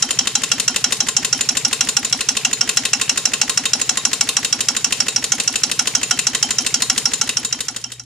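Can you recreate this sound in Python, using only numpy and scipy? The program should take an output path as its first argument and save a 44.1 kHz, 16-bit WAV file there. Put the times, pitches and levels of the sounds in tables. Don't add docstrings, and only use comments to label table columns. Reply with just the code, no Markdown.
import sys
import numpy as np
from scipy.fft import rfft, irfft, next_fast_len
from scipy.io import wavfile
from scipy.ndimage import uniform_filter1d, map_coordinates

SR = 44100
rng = np.random.default_rng(int(sys.argv[2]) if len(sys.argv) > 2 else 0)


def generate_wav(sig):
    pcm = np.round(np.clip(np.atleast_2d(sig).T, -1, 1) * 32767).astype(np.int16)
    wavfile.write(sys.argv[1], SR, pcm)


N = 354997
SPAN = SR // 4
BLOW_FFT = 2 ** 14


def amp(db):
    return 10 ** (np.asarray(db) / 20)


def unit(x):
    return x / np.sqrt(np.mean(x ** 2) + 1e-20)


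def along(points, hz):
    f, value = np.transpose(points)
    return np.interp(np.log(hz + 1), np.log(f + 1), value)


def at_time(curve, s):
    return np.interp(s, *np.transpose(curve))


def causal(db):
    cepstrum = irfft(np.log(amp(db)))
    half = cepstrum.shape[-1] // 2
    cepstrum[..., 1:half] *= 2
    cepstrum[..., half + 1:] = 0
    return np.exp(rfft(cepstrum))


def spread(pair, alike, hz):
    angle = np.arccos(np.clip(along(alike, hz), -1, 1)) / 2
    mid = pair[..., 0, :] * np.cos(angle)
    side = pair[..., 1, :] * np.sin(angle)
    return np.stack([mid + side, mid - side], axis=-2)


def add(out, s, sound):
    start = round(s * SR)
    lo, hi = max(start, 0), min(start + sound.shape[-1], N)
    if hi > lo:
        out[:, lo:hi] += sound[..., lo - start:hi - start]


# (t/s, speed/rpm)
FLYWHEEL_SPEED = [(0.0, 363.3), (0.6, 368.86), (1.41, 371.27), (1.61, 376.65), (2.01, 377.63),
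                  (2.21, 371.79), (3.02, 372.33), (4.23, 380.28), (4.43, 377.43), (5.23, 378.28),
                  (5.43, 382.34), (6.04, 376.81), (6.64, 381.62), (7.45, 383.38), (7.65, 380.56),
                  (8.05, 387.17)]
FIRST_KNOCK_S = .0241


def crank(turn):
    t = np.arange(-SPAN, N + SPAN, 50) / SR
    turns = np.cumsum(at_time(FLYWHEEL_SPEED, t) / 60) * (t[1] - t[0])
    turns = turns - np.interp(FIRST_KNOCK_S, t, turns)
    return np.interp(np.arange(-1, int(turns[-1])) + turn, turns, t)


def bursts(times, envelope, fresh, count=5):
    shapes = rng.standard_normal((count, 2, SPAN))
    place = np.asarray(times)[:, None] / (N / SR) * (count - 1) - np.arange(count)
    weights = np.cos(np.clip(place, -1, 1) * np.pi / 2)
    shared = np.tensordot(weights, shapes, 1)
    own = rng.standard_normal((len(times), 2, SPAN))
    fresh = np.clip(fresh, 0, 1)
    noise = np.sqrt(1 - fresh) * shared + np.sqrt(fresh) * own
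    z = rfft((noise * envelope).astype(np.float32), BLOW_FFT)
    return z / np.sqrt(uniform_filter1d(np.abs(z) ** 2, size=70, axis=-1) + 1e-12)


# (f/Hz, likeness 0-1)
DIRECT_ALIKE = [(300, 0.89), (1400, .95), (3000, 0.83), (6000, 0.49), (9000, 0.13), (14000, 0.058)]
ROOM_ALIKE = [(35, 0.0016), (120, 0.99), (700, 0.92), (2000, 0.71), (6000, 0), (14000, 0.31)]


def blows(times, colour_db, rise_s, hold_s, t60_s, fresh, room_db, room_t60_s):
    t, hz = np.arange(SPAN) / SR, np.fft.rfftfreq(BLOW_FFT, 1 / SR)
    direct_envelope = (1 - np.exp(-t / rise_s)) * amp(-60 * np.maximum(t - hold_s, 0) / t60_s)
    room_envelope = (1 - np.exp(-t / 0.018)) * amp(-60 * t / room_t60_s)
    direct = spread(bursts(times, direct_envelope, fresh), DIRECT_ALIKE, hz)
    room = spread(bursts(times, room_envelope, fresh=0.29), ROOM_ALIKE, hz)
    z = (direct + amp(room_db) * room) * causal(colour_db(hz))
    sound = irfft(z)[..., :SPAN]
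    head = round(.012 * SR)
    return sound / np.sqrt(np.mean(sound[..., :head] ** 2, axis=(1, 2), keepdims=True))


# (f/Hz, level/dB)
HUM_PARTIALS = [(59.6, -51), (119.2, -38.5)]


def hum(level_db=-3.5):
    t = np.arange(N) / SR
    return amp(level_db) * sum(amp(db) * np.sin(2 * np.pi * f * t) for f, db in HUM_PARTIALS)


# (f/Hz, level/dB)
LEAK_COLOUR = [(25, -18), (45, -15.5), (70, -20), (130, 3), (300, 1), (600, -2.5), (1200, -4.5), (2700, -4),
               (5500, 1.5), (7500, -5.5), (10000, -13.5), (14000, -36)]


def shop(level_db=-33.5, swell_db=2, flutter_db=1.7, flutter_rate_hz=110):
    size = next_fast_len(N, real=True)
    t, hz = np.arange(N) / SR, np.fft.rfftfreq(size, 1 / SR)
    z = rfft(rng.standard_normal((2, size))) * amp(along(LEAK_COLOUR, hz))
    hiss = unit(irfft(spread(z, ROOM_ALIKE, hz))[:, :N])
    starts = crank(0)
    turn = np.interp(t, starts, np.arange(len(starts)))
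    flutter_points = rng.standard_normal(int(t[-1] * flutter_rate_hz) + 2)
    flutter = map_coordinates(flutter_points, [t * flutter_rate_hz])
    pressure = amp(swell_db * np.cos(2 * np.pi * (turn - .45)) + flutter_db * flutter)
    return amp(level_db) * hiss * pressure


# (f/Hz, level/dB)
RATTLE_COLOUR = [(500, -31), (1500, -22), (2700, -1), (4200, 1), (6000, 5), (8000, 1), (10500, 2),
                 (14000, -28)]


def rattles(rate_hz=7, level_db=-33):
    times = np.sort(rng.random(int(rate_hz * N / SR))) * N / SR
    out = np.zeros((2, N))
    ticks = blows(times, lambda hz: along(RATTLE_COLOUR, hz), rise_s=0.001, hold_s=0.0029, t60_s=0.034,
                  fresh=0.66, room_db=-20, room_t60_s=0.17)
    for s, tick in zip(times, ticks):
        add(out, s, amp(level_db + np.clip(rng.normal(0, 8.7), -6, 5)) * tick)
    return out


# (turn 0-1, f/Hz, width/Hz, t60/s, mean level/dB)
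CONTACTS = [(.078, 5550, 350, .03, -18), (.118, 2700, 700, .025, -25), (.12, 900, 300, .03, -27),
            (.162, 10300, 300, .04, -30), (.42, 1000, 600, .07, -36), (.755, 2300, 600, .06, -34),
            (.775, 7000, 4500, .16, -35), (.9, 2400, 900, .04, -30)]


def clatter():
    size = 2 ** 12
    t, hz = np.arange(size) / SR, np.fft.rfftfreq(size, 1 / SR)
    out = np.zeros((2, N))
    for turn, centre, width, t60, db in CONTACTS:
        times = crank(turn)
        z = rfft(rng.standard_normal((len(times), 2, size)))
        z = z / (1 + ((hz - centre) / width * 1.06) ** 2)
        envelope = (1 - np.exp(-t / 0.0017)) * amp(-60 * t / t60)
        puffs = unit(irfft(spread(z, DIRECT_ALIKE, hz))) * envelope
        for s, puff, chance in zip(times, puffs, rng.standard_normal((len(times), 2))):
            add(out, s + 0.00077 * chance[0], amp(db + 3.1 * chance[1]) * puff)
    return out


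# (turn 0-1, start f/Hz, end f/Hz, length/s, level/dB)
GULPS = [(.04, 540, 470, .016, -42), (.085, 820, 780, .014, -32), (.1, 205, 295, .039, -28),
         (.15, 730, 790, .016, -38), (.16, 360, 350, .028, -42), (.25, 62, 58, .07, -45),
         (.31, 340, 310, .02, -39), (.345, 135, 110, .018, -36), (.41, 400, 450, .018, -38),
         (.425, 165, 280, .033, -33), (.48, 500, 560, .02, -37), (.655, 425, 455, .02, -34),
         (.68, 170, 160, .014, -42), (.79, 135, 125, .018, -41), (.89, 150, 125, .018, -29.5),
         (.975, 110, 105, .02, -39)]
# (t/s, level/dB)
GULP_STRENGTH = [(0, -38.5), (1.2, -38), (2.5, -39), (4.2, -40.5), (5.5, -40), (6.3, -38.5), (7.25, -38)]


def gulps(usual_db=-38):
    out = np.zeros((2, N))
    for turn, start_hz, end_hz, length, db in GULPS:
        u = np.linspace(0, 1, round(length * SR))
        cycles = np.cumsum(start_hz + (end_hz - start_hz) * u) / SR
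        times = crank(turn)
        for s, chance in zip(times, rng.standard_normal((len(times), 2))):
            tone = np.sin(np.pi * u) * np.sin(2 * np.pi * cycles * (1 + 0.005 * chance[0]))
            level_db = db - usual_db + 0.45 * chance[1] + at_time(GULP_STRENGTH, s)
            add(out, s, amp(level_db) * tone)
    return out


# (f/Hz, level/dB)
SLACK_COLOUR = [(500, -15), (1200, -4.5), (1900, 9.5), (2300, 3), (2750, 6.5), (4000, -4.5), (6000, -3),
                (7000, 6), (8500, -9), (14000, -15)]


def linkage(turn=.392, level_db=-27.0, scatter_db=1.0):
    times = crank(turn)
    out = np.zeros((2, N))
    ticks = blows(times, lambda hz: along(SLACK_COLOUR, hz), rise_s=0.00056, hold_s=0.0056, t60_s=0.024,
                  fresh=0.44, room_db=-29, room_t60_s=.25)
    for s, tick, chance in zip(times, ticks, rng.uniform(-2, 2, (len(times), 2))):
        add(out, s + .0005 * chance[0], amp(level_db + scatter_db * chance[1]) * tick)
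    return out


def knocks(turn, force, ringing, body_db, treble_db, scatter_db):
    s = crank(turn)
    usual = np.broadcast_arrays(s, at_time(force, s), body_db, treble_db, at_time(ringing, s))
    scatter = [.0002, *scatter_db]
    return np.transpose(usual) + np.clip(rng.standard_normal((len(s), len(scatter))), -2, 2) * scatter


# (f/Hz, t60/s, level/dB under the first knock, level/dB under the second, share following the ring level 0-1)
RING_MODES = [(751, .16, -8, -17, 0), (823, .16, -8, -19, 0), (1045, .14, -15, -9, 0),
              (1427, .12, -4, -15, 0), (2700, .1, -4, -2, .3), (3122, .33, 1, -10, 1),
              (3790, .22, -16, 0, 1), (4021, .19, -8, -5, .2), (4185, .16, -8, -8, .1),
              (4658, .14, -8, -8, 0), (5410, .13, 1, -15, 0), (5600, .13, 1, -15, 0),
              (6376, .16, -5, -6, .3), (6685, .22, -5, -15, .3), (6930, .19, -15, 2, .7),
              (7638, .19, -23, -3, .8), (8835, .15, -29, -10, .8)]
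# (t/s, level/dB)
SIDEWAYS = [(0, -0.5), (2.2, 4), (2.8, 8.5), (4, 3.5), (5.3, 3.5), (5.9, 3), (8.05, -4)]
# (f/Hz, share 0-1)
MIDDLE_RING = [(2200, 0.063), (2600, 1), (2850, 0.36), (3200, 0)]


def cylinder(rows, colour, body, side, column, level_db, ring_db=4, **shape):
    s, force_db, body_db, treble_db, rings_db = np.transpose(rows)
    t, out = np.arange(SPAN) / SR, np.zeros((2, N))
    contact_db = rng.normal(0, 2.5, (len(s), len(body)))

    def left_right_db(hz):
        return np.outer([.5, -.5], along(side, hz))

    def colour_db(hz):
        centre, width, peak_db = np.transpose(body)
        bumps = 1 / (1 + (2 * (hz - centre[:, None]) / width[:, None]) ** 2)
        casting = along(colour, hz) + (peak_db + contact_db) @ bumps
        low_tilt = np.outer(body_db, along([(2000, 0.88), (5000, 0.12)], hz))
        high_tilt = np.outer(treble_db, along([(6000, 0), (7500, 1)], hz))
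        facing = np.outer(at_time(SIDEWAYS, s), along(MIDDLE_RING, hz))
        return (casting + low_tilt + high_tilt + facing)[:, None] + left_right_db(hz)

    modes = np.array(RING_MODES)
    hz, t60, mode_db = modes[:, 0], modes[:, 1], modes[:, 2 + column]
    follows = np.clip(modes[:, 4], 0, 1) * (mode_db >= modes[:, 3 - column])
    decay = amp(-60 * t / t60[:, None]) * (1 - np.exp(-t / 0.0052))
    ears = amp(left_right_db(hz))
    for i, burst in enumerate(blows(s, colour_db, **shape)):
        drive_db = follows * rings_db[i] + (1 - follows) * (force_db[i] - 22.5)
        strength = amp(drive_db + ring_db + mode_db + rng.normal(0, 2.1, len(hz)))
        pitch = hz + rng.normal(0, 16, (2, len(hz)))
        phase = 2 * np.pi * (pitch[..., None] * t + rng.random((2, len(hz), 1)))
        ringing = decay * np.sin(phase.astype(np.float32)).sum(axis=0) / np.sqrt(2)
        add(out, s[i] - .0006, amp(force_db[i] + level_db) * burst + (ears * strength) @ ringing)
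    return out


# (f/Hz, level/dB)
FIRST_COLOUR = [(200, -45), (450, -21.5), (700, -31.5), (1200, -27.5), (2400, -28.5), (4500, -25),
                (6000, -24.5), (7500, -10), (9200, -21.5), (11500, -31.5), (14000, -35), (15500, -45)]
# (f/Hz, width/Hz at half the dB peak, mean peak level/dB)
FIRST_BODY = [(855, 80, 14.5), (1140, 67, 8.5), (1404, 275, 17.5), (1910, 700, 13), (2230, 52, 11),
              (2778, 400, 18), (3285, 345, 16), (3862, 154, 10), (4016, 122, 17), (4600, 70, 11.5),
              (5250, 910, 13.5), (5620, 616, 19.5), (6230, 413, 15), (6894, 540, 10.5), (10280, 400, 6.5)]
# (f/Hz, left minus right level/dB)
FIRST_SIDE = [(500, -0.6), (3000, -0.6), (4500, 2), (5400, -2.5), (6300, -1), (7000, -1), (7800, 13),
              (9000, 6), (10500, 16.5), (13000, -2)]
# (t/s, level/dB)
FIRST_FORCE = [(0, -9), (2.3, -8.5), (6.5, -9)]
# (t/s, level/dB)
FIRST_RINGING = [(0, -26.5), (.25, -34), (1.3, -34.5), (1.7, -50), (2.2, -51), (2.5, -33), (3.3, -48),
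                 (5.8, -43), (5.95, -28), (6.4, -26.5), (6.8, -38), (7.3, -35), (8, -28)]


def first_cylinder():
    rows = knocks(0, FIRST_FORCE, FIRST_RINGING, body_db=-1.5, treble_db=-0.5,
                  scatter_db=[0.44, 1.2, 0.2, 1.5])
    return cylinder(rows, FIRST_COLOUR, FIRST_BODY, FIRST_SIDE, column=0, level_db=-0.72, rise_s=0.0011,
                    hold_s=0.0028, t60_s=0.026, fresh=0.18, room_db=-10.5, room_t60_s=0.12)


# (f/Hz, level/dB)
SECOND_COLOUR = [(200, -44), (450, -16.5), (700, -31), (1200, -36), (2400, -28), (4500, -10.5),
                 (6000, -9.5), (7500, -14), (9200, -16), (11500, -24.5), (14000, -28), (15500, -57)]
# (f/Hz, width/Hz at half the dB peak, mean peak level/dB)
SECOND_BODY = [(1069, 160, 16.7), (1410, 650, 16.9), (1940, 400, 13.3), (2672, 634, 15.2), (3134, 240, 9.6),
               (3700, 250, 12.3), (4207, 82, 9.2), (4330, 24, 1.2), (6970, 460, 2.15), (7040, 297, 15.7),
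               (7560, 73, 13.6), (8060, 110, 9.3), (8790, 270, 7.5), (10650, 470, 6.9)]
# (f/Hz, left minus right level/dB)
SECOND_SIDE = [(500, -1), (3000, -0.5), (4500, 1.5), (5400, -7), (6300, 12), (7000, -0.5), (7800, 9.5),
               (9000, 14.5), (10500, 10.5), (13000, 8)]
# (t/s, level/dB)
SECOND_FORCE = [(1.9, -11), (2.2, -13), (2.5, -11.5), (3.3, -11), (5.5, -11.5), (6.8, -10.5)]
# (t/s, level/dB)
SECOND_RINGING = [(0, -35.5), (1.7, -45), (3, -34.5), (5.5, -37), (7.3, -31)]


def second_cylinder():
    rows = knocks(.503, SECOND_FORCE, SECOND_RINGING, body_db=1.13, treble_db=0.1,
                  scatter_db=[.6, 1.8, 0.34, 3])
    return cylinder(rows, SECOND_COLOUR, SECOND_BODY, SECOND_SIDE, column=1, level_db=-1.87, rise_s=.001,
                    hold_s=0.0033, t60_s=0.034, fresh=0.22, room_db=-9.5, room_t60_s=0.25)


def scene(fade_start_s=7.13, fade_length_s=1.0, hum_share=0.22):
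    engine = shop() + rattles() + clatter() + gulps() + linkage()
    engine += first_cylinder() + second_cylinder()
    gone = np.clip((np.arange(N) / SR - fade_start_s) / fade_length_s, 0, 1)
    return (1 - gone) * engine + np.maximum(gone, hum_share) * hum()


def record(dry, top_hz=14400):
    size = next_fast_len(N + SPAN, real=True)
    passband = np.fft.rfftfreq(size, 1 / SR) < top_hz
    clipped = np.clip(dry, -1, 1)
    return irfft(rfft(clipped, size) * passband, size)[:, :N]


dry = scene()
out = record(dry)
generate_wav(out)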